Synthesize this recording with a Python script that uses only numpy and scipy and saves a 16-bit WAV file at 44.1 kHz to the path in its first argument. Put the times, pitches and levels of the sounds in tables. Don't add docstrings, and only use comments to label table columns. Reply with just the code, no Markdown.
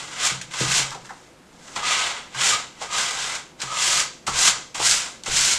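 import sys
import numpy as np
from scipy import signal
from scipy.fft import rfft, irfft
from scipy.io import wavfile
from scipy.ndimage import uniform_filter1d

SR = 44100
rng = np.random.default_rng(int(sys.argv[2]) if len(sys.argv) > 2 else 0)


def makeup_ratio(level_db):
    decades = np.asarray(level_db, float) / 20
    return 10 ** decades


def int16_out(signal):
    q = np.round(np.clip(np.atleast_2d(signal).T, -1, 1) * 32767)
    wavfile.write(sys.argv[1], SR, q.astype(np.int16))


N = 246085
TIME_S = np.arange(N) / SR


def unit(x):
    return x / np.sqrt(np.mean(x ** 2))


def colour(x, points):
    hz, db = np.transpose(points)
    size = 2 ** 13
    bin_hz = np.fft.rfftfreq(size, 1 / SR)
    gain_db = np.interp(np.log(bin_hz + 1), np.log(hz), np.clip(db, -90, 20))
    cepstrum = irfft(gain_db * np.log(10) / 20)
    cepstrum[1:size // 2] *= 2
    cepstrum[size // 2 + 1:] = 0
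    impulse = irfft(np.exp(rfft(cepstrum)))
    return signal.fftconvolve(x, impulse)[:N]


def ring(x, modes):
    out = 0
    for k, (hz, width_hz, db) in enumerate(modes):
        b, a = signal.iirpeak(hz, hz / width_hz, SR)
        out = out + (-1) ** k * makeup_ratio(db) * signal.lfilter(b, a, x)
    return out


def through(body, shape, grit, envelope):
    return body(grit * envelope, shape) / np.std(body(grit, shape))


def walk(rate_hz):
    hold = int(SR / rate_hz)
    levels = np.repeat(rng.standard_normal(N // hold + 1), hold)
    slewed = uniform_filter1d(uniform_filter1d(levels, hold), hold)
    return unit(slewed[:N])


def fade(start_s, db, t60_s, rise_s=0.0011):
    age_s = np.clip(TIME_S - start_s, 0, None)
    return makeup_ratio(db - 60 * age_s / t60_s) * (1 - np.exp(-age_s / rise_s))


# frequency in Hz, relative density in dB per Hz.
HUM_SPECTRUM = [(13, -63), (22, -16), (91, -20), (157, -11.5), (218, -11), (366, -11.5), (443, -18.5),
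                (508, -11), (567, -16.5), (765, -18), (9180, -36.5), (9960, -38), (15000, -52)]
HUM_DB, HUM_WAVER_DB, HUM_WAVER_RATE_HZ = -50.5, 0.24, 9.7


def hum():
    noise = unit(colour(rng.standard_normal(N), HUM_SPECTRUM))
    return makeup_ratio(HUM_DB + HUM_WAVER_DB * walk(HUM_WAVER_RATE_HZ)) * noise


# frequency in Hz, t60 in seconds, relative level in dB.
ROOM_DECAY = [(500, 0.33, 2), (3000, 0.47, -2), (6660, 0.45, -2), (10200, 0.16, 6)]


def room(x):
    t = TIME_S[:SR // 2]
    spectrum = rfft(rng.standard_normal(len(t)))
    bin_hz = np.fft.rfftfreq(len(t), 1 / SR)
    centres_hz = np.array(ROOM_DECAY)[:, 0]
    tail = np.zeros(len(t))
    for one_hot, (_, t60_s, db) in zip(np.eye(len(ROOM_DECAY)), ROOM_DECAY):
        share = np.interp(bin_hz, centres_hz, one_hot)
        tail += irfft(spectrum * share, len(t)) * makeup_ratio(db - 60 * t / t60_s)
    tail *= np.clip(t / 0.0032 - 1, 0, 1)
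    return signal.fftconvolve(x, tail / np.linalg.norm(tail))[:N]


# time in seconds, grit hiss in dB.
STROKE_CURVES = [
    [(0.0, -34.5), (0.07, -43), (0.164, -39.5), (0.262, -19), (0.406, -49.5), (0.503, -54)],
    [(0.512, -45.5), (0.608, -25.5), (0.668, -28), (0.778, -18), (0.964, -57.5), (1.04, -56)],
    [(1.05, -52), (1.25, -57), (1.4, -70), (1.56, -59), (1.67, -48), (1.752, -44)],
    [(1.762, -33), (1.818, -40), (1.864, -26.5), (1.918, -24.5), (2.104, -32), (2.298, -57.5), (2.338, -48)],
    [(2.347, -43.5), (2.415, -23), (2.49, -18.5), (2.547, -26), (2.733, -62), (2.795, -50.5)],
    [(2.805, -44.5), (2.825, -32), (2.887, -46), (2.937, -28), (2.987, -24.5), (3.163, -33), (3.225, -28.5),
     (3.361, -35), (3.565, -76)],
    [(3.605, -38.5), (3.66, -40), (3.713, -36), (3.839, -19.5), (3.959, -21), (4.005, -18.5), (4.109, -53),
     (4.26, -80)],
    [(4.268, -27), (4.318, -35.5), (4.39, -19.5), (4.484, -14), (4.534, -33), (4.74, -69)],
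    [(4.747, -31), (4.79, -35), (4.859, -15), (4.905, -16), (5.001, -26), (5.127, -45.5), (5.23, -62)],
    [(5.24, -50), (5.28, -31), (5.372, -19), (5.532, -19), (5.58, -30.5)],
]


def hiss_db():
    return np.interp(TIME_S, *np.vstack(STROKE_CURVES).T)


# start in seconds, boom in dB, rumble in dB, t60 in seconds.
TABLE_SHOVES = [(0.0, -48, -58, 0.92), (0.315, -35.5, -50, 0.56), (0.6, -31.5, -43, 1.2),
                (0.74, -38, -48, .5), (1.76, -48, -52, 1), (2.355, -41, -58, .6), (2.5, -48, -60, .5),
                (3.625, -46, -52, .6), (3.95, -45, -62, .6), (4.275, -36.5, -41, 0.94),
                (4.78, -57, -46, 0.57), (5.27, -39, -33, .7), (5.419, -45, -57, 0.92)]
SHOVE_RISE_S = 0.015
BOOM_TREMOR_DB, RUMBLE_TREMOR_DB = -46.5, -50.5
TREMOR_SLOPE = 0.33


def shaking(column, tremor_db):
    shoves = sum(fade(row[0], row[column], row[3], SHOVE_RISE_S) ** 2 for row in TABLE_SHOVES)
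    tremor = makeup_ratio(tremor_db + TREMOR_SLOPE * hiss_db())
    return np.sqrt(shoves + tremor ** 2)


# start in seconds, relative strength in dB, hardness 0-1.
TABLE_BUMPS = [(0.312, -26, 0.14), (0.606, -19.5, 0.59), (0.631, -21, 0.48), (0.794, -29, 0.5),
               (1.764, -34.5, 0.68), (2.361, -34, 0.26), (2.538, -34, 0.5), (3.629, -33.5, 0.56),
               (4.279, -19, 0.1), (4.796, -33.5, 0.94), (5.278, -29, 0.63)]
# frequency in Hz, width in Hz, gain in dB.
TABLE_MODES = [(62.6, 6, -11), (132.4, 5.1, 3), (181, 15, -7.5), (214, 26, -6.5), (315, 17, -1),
               (381, 15, 0.5), (455.5, 14, 5), (550, 80, -1)]
# frequency in Hz, relative density in dB per Hz.
RUMBLE_SPECTRUM = [(10, -2), (28, 1), (45, -6), (70, 3.5), (95, -9), (200, -49)]


def table():
    push = np.zeros(N)
    for start_s, db, hardness in TABLE_BUMPS:
        length_s = 0.00009 + 0.001 * (1 - np.clip(hardness, 0, 1))
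        age = np.clip(TIME_S - start_s, 0, None) / length_s
        push += makeup_ratio(db - 42.5) * age * np.exp(-age) / length_s

    low = ring(rng.standard_normal(N), TABLE_MODES[1:3])
    low_level = np.sqrt(np.abs(uniform_filter1d(low ** 2, size=SR // 20)) + 1e-12)
    boom = shaking(1, BOOM_TREMOR_DB) * unit(low / low_level ** 0.67)

    rumble = through(colour, RUMBLE_SPECTRUM, rng.standard_normal(N), shaking(2, RUMBLE_TREMOR_DB))
    return boom + ring(push, TABLE_MODES) + rumble


# start in seconds, level before the fade in dB.
PAPER_TICKS = [(0.251, -13), (0.9067, -24), (1.0465, -44), (1.056, -37), (1.065, -38), (1.657, -45),
               (2.9114, -30), (3.6032, -25), (4.3334, -30), (4.7453, -30), (4.897, -13), (4.911, -6.5),
               (5.236, -23), (5.411, -11)]
# frequency in Hz, relative density in dB per Hz.
HISS_SPECTRUM = [(1800, -29), (3000, -3.5), (4600, 0), (6000, 0.5), (7400, 1), (8700, -7), (10500, -17),
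                 (12700, -25), (14600, -38.5), (15300, -70)]


def ticks():
    snaps = np.where(rng.random(N) < 0.5, -1.0, 1.0)
    envelope = sum(fade(start_s, db, t60_s=0.01, rise_s=0.0001) for start_s, db in PAPER_TICKS)
    return through(colour, HISS_SPECTRUM, snaps, envelope)


# start in seconds,
# scuff level before the fade in dB, shell knock over scuff in dB, centre of the knock in Hz.
SHEET_SCUFFS = [(0.109, -37, -5, 1200), (0.412, -31, -20, 1600), (0.5086, -38, -14, 1220),
                (0.5337, -29, -3.5, 1160), (0.7133, -21, -19, 1140), (0.913, -41, 8.5, 1190),
                (0.922, -41, 5, 953), (0.9457, -42, 10, 567), (1.048, -47, 2, 1500),
                (1.09, -47.5, 11, 1500), (1.1034, -56, 19, 730), (1.6756, -40, -7, 1260),
                (1.7601, -28.5, 3, 910), (2.345, -33.5, 2, 1470), (2.8115, -38, 10.5, 630),
                (3.3493, -26.5, -16, 1560), (3.602, -40, -12, 980), (3.6157, -23, -11, 1040),
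                (3.995, -28, -6, 1560), (4.2677, -38, -13, 1370), (4.2737, -28.5, 7, 1050),
                (4.4726, -14, -9, 1500), (4.7468, -33.5, 2.5, 845), (4.796, -26, 1, 869),
                (5.237, -45, -9, 886), (5.2594, -25, -5, 867), (5.3892, -25, -12, 1510)]
# frequency in Hz, width in Hz, gain in dB.
SHELL_MODES = [(375, 80, -12.5), (478, 85, -4.5), (746, 123, -1), (870, 135, 1.5), (1130, 220, -2),
               (1306, 96, 2), (1574, 255, -4), (1853, 116, -0.5), (2064, 166, -5)]
KNOCK_T60_S, KNOCK_SPREAD_OCTAVES = 0.16, 0.52


def knocks():
    size = SR // 4
    out = np.zeros(N + size)
    for start_s, db, knock_db, centre_hz in SHEET_SCUFFS:
        start = int(start_s * SR)
        spot = []
        for hz, width_hz, gain_db in SHELL_MODES:
            spreads = np.log2(hz / centre_hz) / KNOCK_SPREAD_OCTAVES
            spot.append((hz, width_hz, gain_db - 4 * spreads ** 2))
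        grain = makeup_ratio(2.1 * rng.standard_normal(size // 64 + 1)).repeat(64)[:size]
        noise = rng.standard_normal(size) * grain
        envelope = np.pad(fade(start_s, db + knock_db, KNOCK_T60_S), (0, size))[start:start + size]
        out[start:start + size] += through(ring, spot, noise, envelope)
    return out[:N]


def catches(scatter_db, largest_db, patchy_db, patch_rate_hz):
    size_db = np.minimum(scatter_db * rng.exponential(size=N), largest_db)
    patch_db = patchy_db * walk(patch_rate_hz)
    return unit(makeup_ratio(size_db + patch_db) * rng.standard_normal(N))


# frequency in Hz, relative density in dB per Hz.
RASP_SPECTRUM = [(900, -22), (1500, -1.5), (2100, -1), (2900, 2.5), (3400, 1.5), (4300, -1.5), (6000, -11),
                 (9000, -38)]
# rasp over hiss in dB, ring over hiss in dB, both at low speed.
STROKE_SPOTS = [(1, -3), (-0.5, -1.5), (-2, -4), (3.5, 1.5), (2, -0.5), (0, -1.5), (-0.5, -4), (-0.5, -1.5),
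                (-1.5, -6), (-1, -6)]
# frequency in Hz, width in Hz, gain in dB.
PANEL_MODE = [(1240.4, 44, 0)]
# middle in seconds, length in seconds, ring in dB.
PANEL_UNCOVERED = [(0.27, 0.089, -39), (0.665, .1, -42), (1.833, 0.042, -34), (1.955, 0.21, -34.5),
                   (2.537, 0.051, -25.5), (2.96, 0.17, -36.5), (3.744, 0.11, -28.5), (3.924, 0.16, -34.5),
                   (4.43, 0.15, -37)]
COVERED_DB = -7.5
SCUFF_T60_S = 0.1
RASP_KNEE_DB, RASP_LOSS = -27, 0.39
RING_KNEE_DB, RING_LOSS = -37, 0.63


def sanding():
    grit = catches(scatter_db=2.5, largest_db=11.5, patchy_db=0.83, patch_rate_hz=150)
    level_db = hiss_db()
    stroke = np.searchsorted([curve[0][0] for curve in STROKE_CURVES[1:]], TIME_S)
    rasp_over_db, ring_over_db = np.transpose(STROKE_SPOTS)
    rasp_loss_db = RASP_LOSS * np.clip(level_db - RASP_KNEE_DB, 0, None)
    ring_loss_db = RING_LOSS * np.clip(level_db - RING_KNEE_DB, 0, None)
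    rasp = makeup_ratio(level_db + rasp_over_db[stroke] - rasp_loss_db)
    shell = makeup_ratio(level_db + ring_over_db[stroke] - ring_loss_db)

    panel = makeup_ratio(COVERED_DB) * shell
    for middle_s, length_s, db in PANEL_UNCOVERED:
        panel += makeup_ratio(db) * np.exp(-(2 * (TIME_S - middle_s) / length_s) ** 2)

    scuff = sum(fade(start_s, db, SCUFF_T60_S) for start_s, db, _, _ in SHEET_SCUFFS)
    sheet_hiss = through(colour, HISS_SPECTRUM, grit, np.hypot(makeup_ratio(level_db), scuff))
    sheet_rasp = through(colour, RASP_SPECTRUM, grit, np.hypot(rasp, makeup_ratio(0.5) * scuff))
    shell_ring = through(ring, SHELL_MODES, grit, shell)
    panel_ring = through(ring, PANEL_MODE, grit, panel)
    return sheet_hiss + sheet_rasp + shell_ring + panel_ring


ECHO_DB = -8


def scene():
    near = sanding() + knocks() + ticks()
    echo = makeup_ratio(ECHO_DB) * room(near)
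    return (near + echo + table() + hum())[None]


def band_limit(x):
    return signal.sosfilt(signal.butter(12, 15590, fs=SR, output="sos"), x)


MIC_TOP_HZ = 14300


def record(dry):
    low_pass = signal.butter(8, MIC_TOP_HZ, fs=SR, output="sos")
    mix = signal.sosfilt(low_pass, dry)
    return band_limit(mix)


dry = scene()
out = record(dry)
int16_out(out)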